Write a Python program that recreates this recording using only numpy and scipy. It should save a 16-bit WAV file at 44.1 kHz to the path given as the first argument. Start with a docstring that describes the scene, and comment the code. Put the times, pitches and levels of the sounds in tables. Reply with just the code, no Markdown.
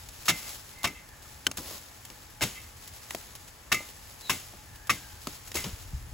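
"""An open field, a few metres away: a machete cuts woody cassava stalks.
Each cut is a burst of tiny pulses, the breaking fibres, with a stalk and steel ring, a thump and shaking leaves.
Between cuts loose stalks knock, twigs snap, stems graze the blade, soil thuds and a foot scuffs.
Rustling leaves are clumped crackle; light wind, open air and a far drone are filtered crackle.
Far birds are faint falling whistles."""
import sys
import numpy as np
from scipy.fft import rfft, irfft, next_fast_len
from scipy.io import wavfile
from scipy.ndimage import map_coordinates

SR = 44100
rng = np.random.default_rng(int(sys.argv[2]) if len(sys.argv) > 2 else 0)


def file_out(sig):
    """Save sig as 16-bit WAV at sys.argv[1]."""
    # one column per channel
    cols = np.atleast_2d(sig).T
    # limit, then scale
    lim = np.clip(cols, -1, 1)
    pcm = np.round(lim * 32767).astype(np.int16)
    wavfile.write(sys.argv[1], SR, pcm)


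N = 270729
T = np.arange(SR // 2) / SR  # seconds within one event


def amp(db):
    """Turn decibels into gain."""
    return 10 ** (np.asarray(db) / 20)


def unit(x):
    """Scale to rms 1."""
    return x / np.sqrt(np.mean(x ** 2) + 1e-20)


def along(points, hz):
    """Read a curve of (frequency, value) points on a log frequency axis."""
    f, v = np.transpose(points)
    return np.interp(np.log(hz + 1), np.log(f + 1), v)


def swell(rows):
    """Gain for every sample from (time_s, level_db) rows."""
    return amp(np.interp(np.arange(N) / SR, *np.transpose(rows)))


def wobble(rate):
    """A smooth random curve with this many random points a second."""
    knots = rng.standard_normal(int(N * rate / SR) + 4)
    return map_coordinates(knots, [np.arange(N) * rate / SR])


def filtered(x, response):
    """Pass x through a response, which may be complex, given as a function of frequency."""
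    n = x.shape[-1]
    m = next_fast_len(n + SR // 4)  # spare room for the tail
    spectrum = rfft(x, m) * response(np.fft.rfftfreq(m, 1 / SR))
    return irfft(spectrum, m)[..., :n]


def colour(points, tilt_db=0):
    """Response of a spectrum, tilted by so many dB per octave about 2 kHz, flat tilt below 500 Hz."""
    return lambda f: amp(along(points, f) + tilt_db * np.log2(np.maximum(f, 500) / 2000))


def resonances(modes):
    """Response of an object that rings at (pitch_hz, width_hz, level_db) modes."""
    def response(f):
        total = 0
        for k, (hz, width, db) in enumerate(modes):
            peak = 1j * f * width / (hz * hz - f * f + 1j * f * width)
            total = total + (-1) ** k * amp(db) * peak  # signs alternate from mode to mode
        return total
    return response


def crackle(n, response, width, spiky_db=0):
    """Stereo stream of tiny pulses of uneven size through a response, rms 1."""
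    size_db = spiky_db * np.minimum(rng.standard_normal(n), 2.8)
    pulses = rng.standard_normal((2, n)) * amp(size_db)

    def mid_and_side(f):
        return response(f) * np.array([np.ones_like(f), amp(along(width, f))])

    mid, side = filtered(pulses, mid_and_side)
    return unit(np.array([mid + side, mid - side]))


# How wide nearby sounds are: frequency_hz, side_minus_mid_db
NEAR_WIDTH = [(100, -43), (700, -20), (2400, -9.5), (5000, -5), (7000, -22)]


def burst(response, hold, t60, attack=0.00062, spiky_db=0, width=NEAR_WIDTH):
    """A burst of pulses that rises, holds, then dies by 60 dB in t60 seconds; its level follows that shape."""
    shape = (1 - np.exp(-T / attack)) * amp(-60 * np.maximum(T - hold, 0) / t60)
    return unit(crackle(len(T), response, width, spiky_db) * shape) * np.sqrt(np.mean(shape ** 2))


def ringing(modes, attack):
    """Damped sines from (pitch_hz, level_db, t60_s) modes, each at a new strength and phase."""
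    chance = rng.standard_normal((len(modes), 2))
    ring = 0
    for (hz, db, t60), (size_db, phase) in zip(modes, chance):
        ring = ring + amp(db + size_db - 60 * T / t60) * np.sin(2 * np.pi * (hz * T + phase))
    return ring * (1 - np.exp(-T / attack))


def add(track, s, sound):
    """Mix a sound into the track at time s."""
    part = track[:, max(round(s * SR), 0):][:, :len(T)]
    part += sound[..., :part.shape[1]]


# Wind strength, before the overall lift in field(): time_s, level_db
WIND_LEVEL = [(0.0, -56), (2.27, -58.5), (2.49, -55.5), (3.28, -59), (5.56, -54.5), (5.86, -48.5),
              (6.14, -46)]
# Tone of the wind, then of the open air: frequency_hz, level_db_per_hz
WIND_TONE = [(12, -25), (26, -7), (45, 1), (75, 3.5), (115, -1), (180, -18), (300, -19), (700, -62)]
AIR_TONE = [(60, -29), (150, 0), (400, -6), (1000, -6), (2000, -8), (4000, -14.5), (8000, -10.5),
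            (16000, -16.5)]
# The far drone's notes: pitch_hz, width_hz, level_db
DRONE_MODES = [(847, 11, 2.5), (1757, 57, -7)]
# How wide surrounding sounds are: frequency_hz, side_minus_mid_db
WIDE_WIDTH = [(60, -15.5), (300, -5), (1200, -3.5), (3000, -3.5), (5200, -3), (7000, -9.5)]


def field():
    """Light wind rumbles unevenly over the open air's steady hush and a wavering far drone."""
    gusts = amp(2.5) * swell(WIND_LEVEL) * amp(0.85 * wobble(14.0))
    wind = gusts * crackle(N, colour(WIND_TONE), WIDE_WIDTH)
    air = amp(-53) * crackle(N, colour(AIR_TONE), WIDE_WIDTH)
    drone = amp(-64 + 0.37 * wobble(4.08)) * crackle(N, resonances(DRONE_MODES), WIDE_WIDTH)
    return wind + air + drone


# The body pushes through the leaves: start_s, level_db (before the lift in foliage())
BRUSHES = [(-.14, -55.5), (.09, -51), (1.17, -57), (1.54, -50), (2.0, -58), (2.72, -54), (2.99, -49.5),
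           (3.94, -56), (4.14, -55.5), (5.15, -50.5)]
SWAY_RISE_S, SWAY_FALL_DB_PER_S = 0.14, 37  # disturbed leaves swing up, then settle
STILL_LEAVES_DB = -66  # rustle of undisturbed leaves, before the same lift


def sway():
    """Gain of the rustle: every stroke and every brush sets leaves swinging, and they slowly settle."""
    t, power = np.arange(N) / SR, amp(STILL_LEAVES_DB) ** 2
    for s, *_, db in CUTS + BRUSHES:
        rise = np.clip((t - s) / SWAY_RISE_S, 0, 1)
        settling_db = db - SWAY_FALL_DB_PER_S * np.maximum(t - s - SWAY_RISE_S, 0)
        power = power + (rise * amp(settling_db)) ** 2
    return np.sqrt(power)


# Tone of leaves and twigs: frequency_hz, level_db_per_hz
LEAF_TONE = [(100, -24), (300, -3), (800, 0), (1800, -1.5), (4000, 0.5), (7500, 2.5), (11000, 1),
             (16000, -1.5)]


def foliage():
    """Swaying leaves brush each other in clumps of fine crackles."""
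    clumps = unit(amp(1.4 * wobble(35) + 1.5 * wobble(300)))  # slow and fast clumping
    return amp(6.0) * sway() * clumps * crackle(N, colour(LEAF_TONE), WIDE_WIDTH, spiky_db=3.0)


TICKS_PER_S, TICK_DB, TICK_SPREAD_DB = 3.4, -46.5, 3


def ticks():
    """Small dry stems give way at random moments, each a short spiky burst."""
    out = np.zeros((2, N))
    for _ in range(round(TICKS_PER_S * N / SR)):
        s, db = rng.uniform(0, N / SR), rng.normal(TICK_DB, TICK_SPREAD_DB)
        add(out, s, amp(db) * burst(colour(LEAF_TONE), 0, t60=0.075, attack=0.00013, spiky_db=10))
    return out


# The clearest twigs and leaf stems snapping: start_s, level_db, t60_s
SNAPS = [(0.088, -35, 0.027), (0.255, -33.5, 0.22), (.491, -36, 0.14), (0.832, -32, 0.061),
         (1.089, -40.5, .016), (1.571, -29.5, .11), (2.051, -34, .021), (2.876, -38.5, 0.049),
         (3.352, -36.5, 0.054), (4.871, -36.5, .03), (5.474, -39, 0.1), (5.543, -31.5, 0.075)]


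def snaps():
    """A twig or leaf stem breaks at once: a very spiky burst with a sudden start."""
    out = np.zeros((2, N))
    for s, db, t60 in SNAPS:
        snap = burst(colour(LEAF_TONE, tilt_db=0.5), 0, t60, attack=0.0001, spiky_db=7.5)
        add(out, s, amp(db) * snap)
    return out


# The blade's ringing notes when free: pitch_hz, level_db, t60_s
BLADE = [(1210, -11, 0.44), (2034, -1.5, 0.27), (2084, 2.5, 0.3), (2230, -1.5, 0.14), (2330, -7, 0.37),
         (2657, -1, 0.13), (3170, -9.5, 0.025), (3685, -6, 0.062), (5370, -9, 0.088), (5700, -7.5, 0.12),
         (6920, -66, 0.1)]


def steel(damping_hz):
    """The blade's response, its modes widened by whatever touches it."""
    modes = []
    for hz, db, t60 in BLADE:
        free_width = np.log(1000) / np.pi / t60  # a longer ring means a narrower mode
        modes.append((hz, free_width + damping_hz, db))
    return resonances(modes)


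# Blade strokes: start_s, crunch_db, rise_s (time constant), bite_s, stalk_hz,
# stalk_db (before the touch and bending balance), blade_db, leaf_shake_db, leaf_sway_db (before the lift)
CUTS = [(0.2815, -20.5, 0.00092, 0.022, 1250, -27.5, -25, -35.5, -46),
        (0.8415, -24.5, .001, 0.011, 716, -28, -27, -42, -84),
        (2.413, -24.5, 0.0054, 0.025, 600, -36, -31, -32.5, -54),
        (3.717, -20.5, 0.0021, 0.01, 1135, -23.5, -22.5, -33.5, -54),
        (4.295, -24.5, .0011, 0.0095, 1016, -28.5, -24.5, -30.5, -56.5),
        (4.895, -25, 0.0011, 0.01, 1168, -21.5, -26.5, -34, -55),
        (5.552, -27, 0.0016, 0.0031, 346, -36, -53, -29, -53.5),
        (5.64, -33, 0.0027, 0.0037, 2980, -37.5, -41, -39.5, -57.5)]
# Tone of breaking fibres, then of a push into the ground: frequency_hz, level_db_per_hz
FIBRE_TONE = [(100, -48), (400, -6.5), (650, 2.5), (1000, -1), (1800, 0.5), (2900, 2.5), (4400, -2),
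              (7000, 0), (11000, -4.5), (16000, -9)]
THUMP_TONE = [(30, -34), (70, 2), (130, 0), (300, -3), (600, -15.5), (1500, -18), (4000, -82)]
THUMP_DB = -34.5  # the jolt that every stroke sends into the ground
SECOND_DB = -1  # the stalk's second mode compared with its first
# a leafier plant crunches brighter: dB per octave for each dB of shake above the plain level
PLAIN_SHAKE_DB, TILT_DB_PER_DB = -37.5, 0.21


def cuts():
    """Fibres break for as long as the edge bites; they drive stalk and blade, and the jolt shakes the plant."""
    out = np.zeros((2, N))
    for s, db, rise, bite, stalk_hz, stalk_db, blade_db, shake_db, _ in CUTS:
        tilt_db = TILT_DB_PER_DB * (shake_db - PLAIN_SHAKE_DB)
        fibres = burst(colour(FIBRE_TONE, tilt_db), bite, t60=.05, attack=rise, spiky_db=5)
        shake = burst(colour(FIBRE_TONE, tilt_db + 0.5), bite, t60=0.4, attack=2 * rise, spiky_db=0.5)
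        blade = burst(steel(damping_hz=80), bite, t60=0.077, attack=rise)
        # the first touch of the edge knocks the stalk; the breaking fibres keep it sounding
        touch = ringing([(stalk_hz, 0, .04), (1.62 * stalk_hz, SECOND_DB, .03)], attack=0.00053)
        bending = resonances([(stalk_hz, 0.12 * stalk_hz, 0), (1.73 * stalk_hz, 0.35 * stalk_hz, SECOND_DB)])
        stalk = amp(5.5) * touch + amp(-2.5) * burst(bending, bite, t60=0.051)
        thump = burst(colour(THUMP_TONE), bite, t60=0.22, attack=0.0043)
        add(out, s, amp(db) * fibres + amp(blade_db) * blade + amp(stalk_db) * stalk)
        add(out, s, amp(shake_db) * shake + amp(THUMP_DB) * thump)
    return out


# The blade comes free and clips a stem: start_s, level_db, damping_db_per_s (by hand and stems)
CLANKS = [(.295, -34.5, 2), (.872, -35, 260), (3.743, -29.5, 83), (4.302, -34, 120), (4.903, -30.5, 204),
          (5.569, -35, 120)]
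CLANK_STEM_HZ, CLANK_WOOD_DB, CLANK_CRUNCH_DB = 1271, 0, 2  # the clipped stem; levels beside the ring


def clanks():
    """Once through the wood, the steel clips a neighbouring stem and rings while hand and stems damp it."""
    out = np.zeros((2, N))
    for s, db, damping in CLANKS:
        ring = amp(-damping * T) * ringing(BLADE, attack=0.0026)
        stem = ringing([(CLANK_STEM_HZ, 0, .04), (1.78 * CLANK_STEM_HZ, 3, .04)], attack=0.00017)
        crunch = burst(colour(FIBRE_TONE, tilt_db=3), hold=0.0027, t60=0.064, spiky_db=3)
        add(out, s, amp(db) * (ring + amp(CLANK_WOOD_DB) * stem + amp(CLANK_CRUNCH_DB) * crunch))
    return out


# Dull thuds on the soil: start_s, level_db, pitch_hz
THUDS = [(.31, -28, 168), (2.428, -26, 125), (5.661, -31.5, 186), (5.731, -30, 67), (5.932, -27.5, 137),
         (5.941, -20.5, 67)]


def thuds():
    """Soft soil gives one low note that dies at once."""
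    out = np.zeros((2, N))
    for s, db, hz in THUDS:
        shape = (1 - np.exp(-T / 0.0028)) * amp(-60 * T / 0.11)
        add(out, s, amp(db) * np.sin(2 * np.pi * hz * T) * shape)
    return out


# The flat of the blade grazing stems: start_s, scrape_db, singing_db, length_s
GRAZES = [(0.393, -57, -50.5, 0.08), (0.74, -58, -51.5, 0.08), (0.945, -52, -55, 0.042),
          (2.551, -46, -66, 0.027)]


def grazes():
    """A soft stem scrapes the blade's low modes and keeps its strongest one singing while it slides."""
    out = np.zeros((2, N))
    hz, _, t60 = max(BLADE, key=lambda mode: mode[1])

    def soft(f):
        return steel(damping_hz=15)(f) / (1 + (f / 2800) ** 4)  # a soft stem barely excites the treble

    for s, scrape_db, sing_db, length in GRAZES:
        shape = (1 - np.exp(-T / 0.016)) * amp(-60 * np.maximum(T - length, 0) / t60)
        sing = np.sin(2 * np.pi * hz * T) * shape
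        scrape = burst(soft, length, t60=0.25, attack=0.0033)
        add(out, s, amp(scrape_db) * scrape + amp(sing_db) * sing)
    return out


# Far birds: start_s, length_s, start_hz, end_hz, level_db (before the lift and the fade in and out)
BIRDS = [(.98, .26, 2000, 1600, -63), (1.247, 0.026, 1340, 1260, -55), (4.215, 0.1, 4170, 3450, -48.5),
         (4.66, .57, 1740, 1507, -59)]
BIRD_WAVER, BIRD_WARBLE, BIRD_FLUTTER_DB = .035, .02, 3  # fast and slow pitch wobble (fractions), level


def birds():
    """Faint falling whistles, their pitch blurred by distance."""
    out, t = np.zeros(N), np.arange(N) / SR
    for s, length, start_hz, end_hz, db in BIRDS:
        progress = np.clip((t - s) / length, 0, 1)
        blur = 1 + BIRD_WAVER * wobble(250) + BIRD_WARBLE * wobble(45)
        hz = (start_hz + (end_hz - start_hz) * progress) * blur
        level = amp(db + BIRD_FLUTTER_DB * wobble(35)) * np.sqrt(progress * (1 - progress) * 2)
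        out += level * np.sin(2 * np.pi * np.cumsum(hz) / SR)
    return amp(5.5) * out


# Loose stalks striking each other and the soil:
# start_s, crack_db, wood_hz, wood_db, upper_mode_db (compared with the main mode), thump_db
KNOCKS = [(1.467, -14.5, 3100, -16, -7, -33), (1.514, -26, 1600, -54, -10, -49),
          (1.582, -30, 1100, -46, -10, -36.5), (2.101, -36, 915, -48, -10, -49),
          (2.409, -29, 1600, -30, -3, -50), (3.107, -26, 1980, -35, -15, -49.5),
          (3.148, -26, 682, -27, -5, -42), (3.806, -48, 610, -38, -1, -49), (4.536, -52, 647, -41, -7, -48),
          (5.271, -25, 1260, -25, -13, -34), (5.5169, -31, 3770, -37, -14, -57)]


def knocks():
    """A crack, a few heavily damped bending modes of the stalk, and a low push."""
    out = np.zeros((2, N))
    for s, crack_db, hz, wood_db, upper_db, thump_db in KNOCKS:
        modes = [(0.493 * hz, -6, .028), (hz, 0, .022), (1.4 * hz, upper_db, .018)]
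        wood = ringing(modes, attack=0.000088)
        crack = burst(colour(FIBRE_TONE, tilt_db=0.5), 0, t60=0.021, attack=0.00021, spiky_db=2)
        thump = burst(colour(THUMP_TONE), 0, t60=0.13, attack=0.0011)
        add(out, s, amp(wood_db) * wood + amp(crack_db) * crack + amp(thump_db) * thump)
    return out


# A foot dragging on soil: time_s, level_db
SCUFF_LEVEL = [(1.56, -75), (1.59, -43), (1.63, -45.5), (1.70, -39.5), (1.75, -42), (1.82, -75)]
# Tone of the dry soil: frequency_hz, level_db_per_hz
SOIL_TONE = [(80, -8), (250, -3.5), (800, -6.5), (1600, -14.5), (5000, -10.5), (16000, -10.5)]


def scuff():
    """A foot drags over dry soil: a swelling stream of very uneven grains."""
    return swell(SCUFF_LEVEL) * crackle(N, colour(SOIL_TONE), NEAR_WIDTH, spiky_db=8.5)


def scene():
    """The work in front of the open field."""
    background = field() + foliage() + ticks() + birds()
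    blade_work = cuts() + clanks() + grazes()
    small_contacts = snaps() + thuds() + knocks() + scuff()
    return background + blade_work + small_contacts


# The two microphone ports' loudness: frequency_hz, left_minus_right_db
PORT_LEVEL = [(100, 1.4), (2000, 0.5), (3600, 2.5), (5200, 4), (6300, 0.5), (8500, 1)]
# The two microphone ports' timing: frequency_hz, left_lead_radians
PORT_LEAD = [(100, 0.12), (1800, 0.36), (3200, 0.35), (4500, 0), (5600, 1), (7000, 0)]
WIDEN_HZ, TURN_HZ = 7000, 4100  # where widening starts; how far up for each full turn of phase
TOP_HZ = 15850  # steep upper limit of the sound


def record(dry):
    """Two unequal ports; the recorder widens the treble by turning one signal's phase between the channels."""
    sides = np.array([[1], [-1]])
    mid, side = (dry[0] + dry[1]) / 2, (dry[0] - dry[1]) / 2
    # above WIDEN_HZ only the middle signal is left
    pair = mid + sides * filtered(side, lambda f: 1 / (1 + (f / WIDEN_HZ) ** 16))

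    def ports(f):
        turn = 2 * np.pi * np.maximum(f - WIDEN_HZ, 0) / TURN_HZ
        turn = turn - np.sin(2 * turn) / 2  # the phase lingers where the channels agree or oppose
        level = amp(sides * along(PORT_LEVEL, f) / 2)
        return level * np.exp(1j * sides * (along(PORT_LEAD, f) - turn) / 2)

    return filtered(filtered(pair, ports), lambda f: 1 / np.sqrt(1 + (f / TOP_HZ) ** 300))


dry = scene()
out = record(dry)
file_out(out)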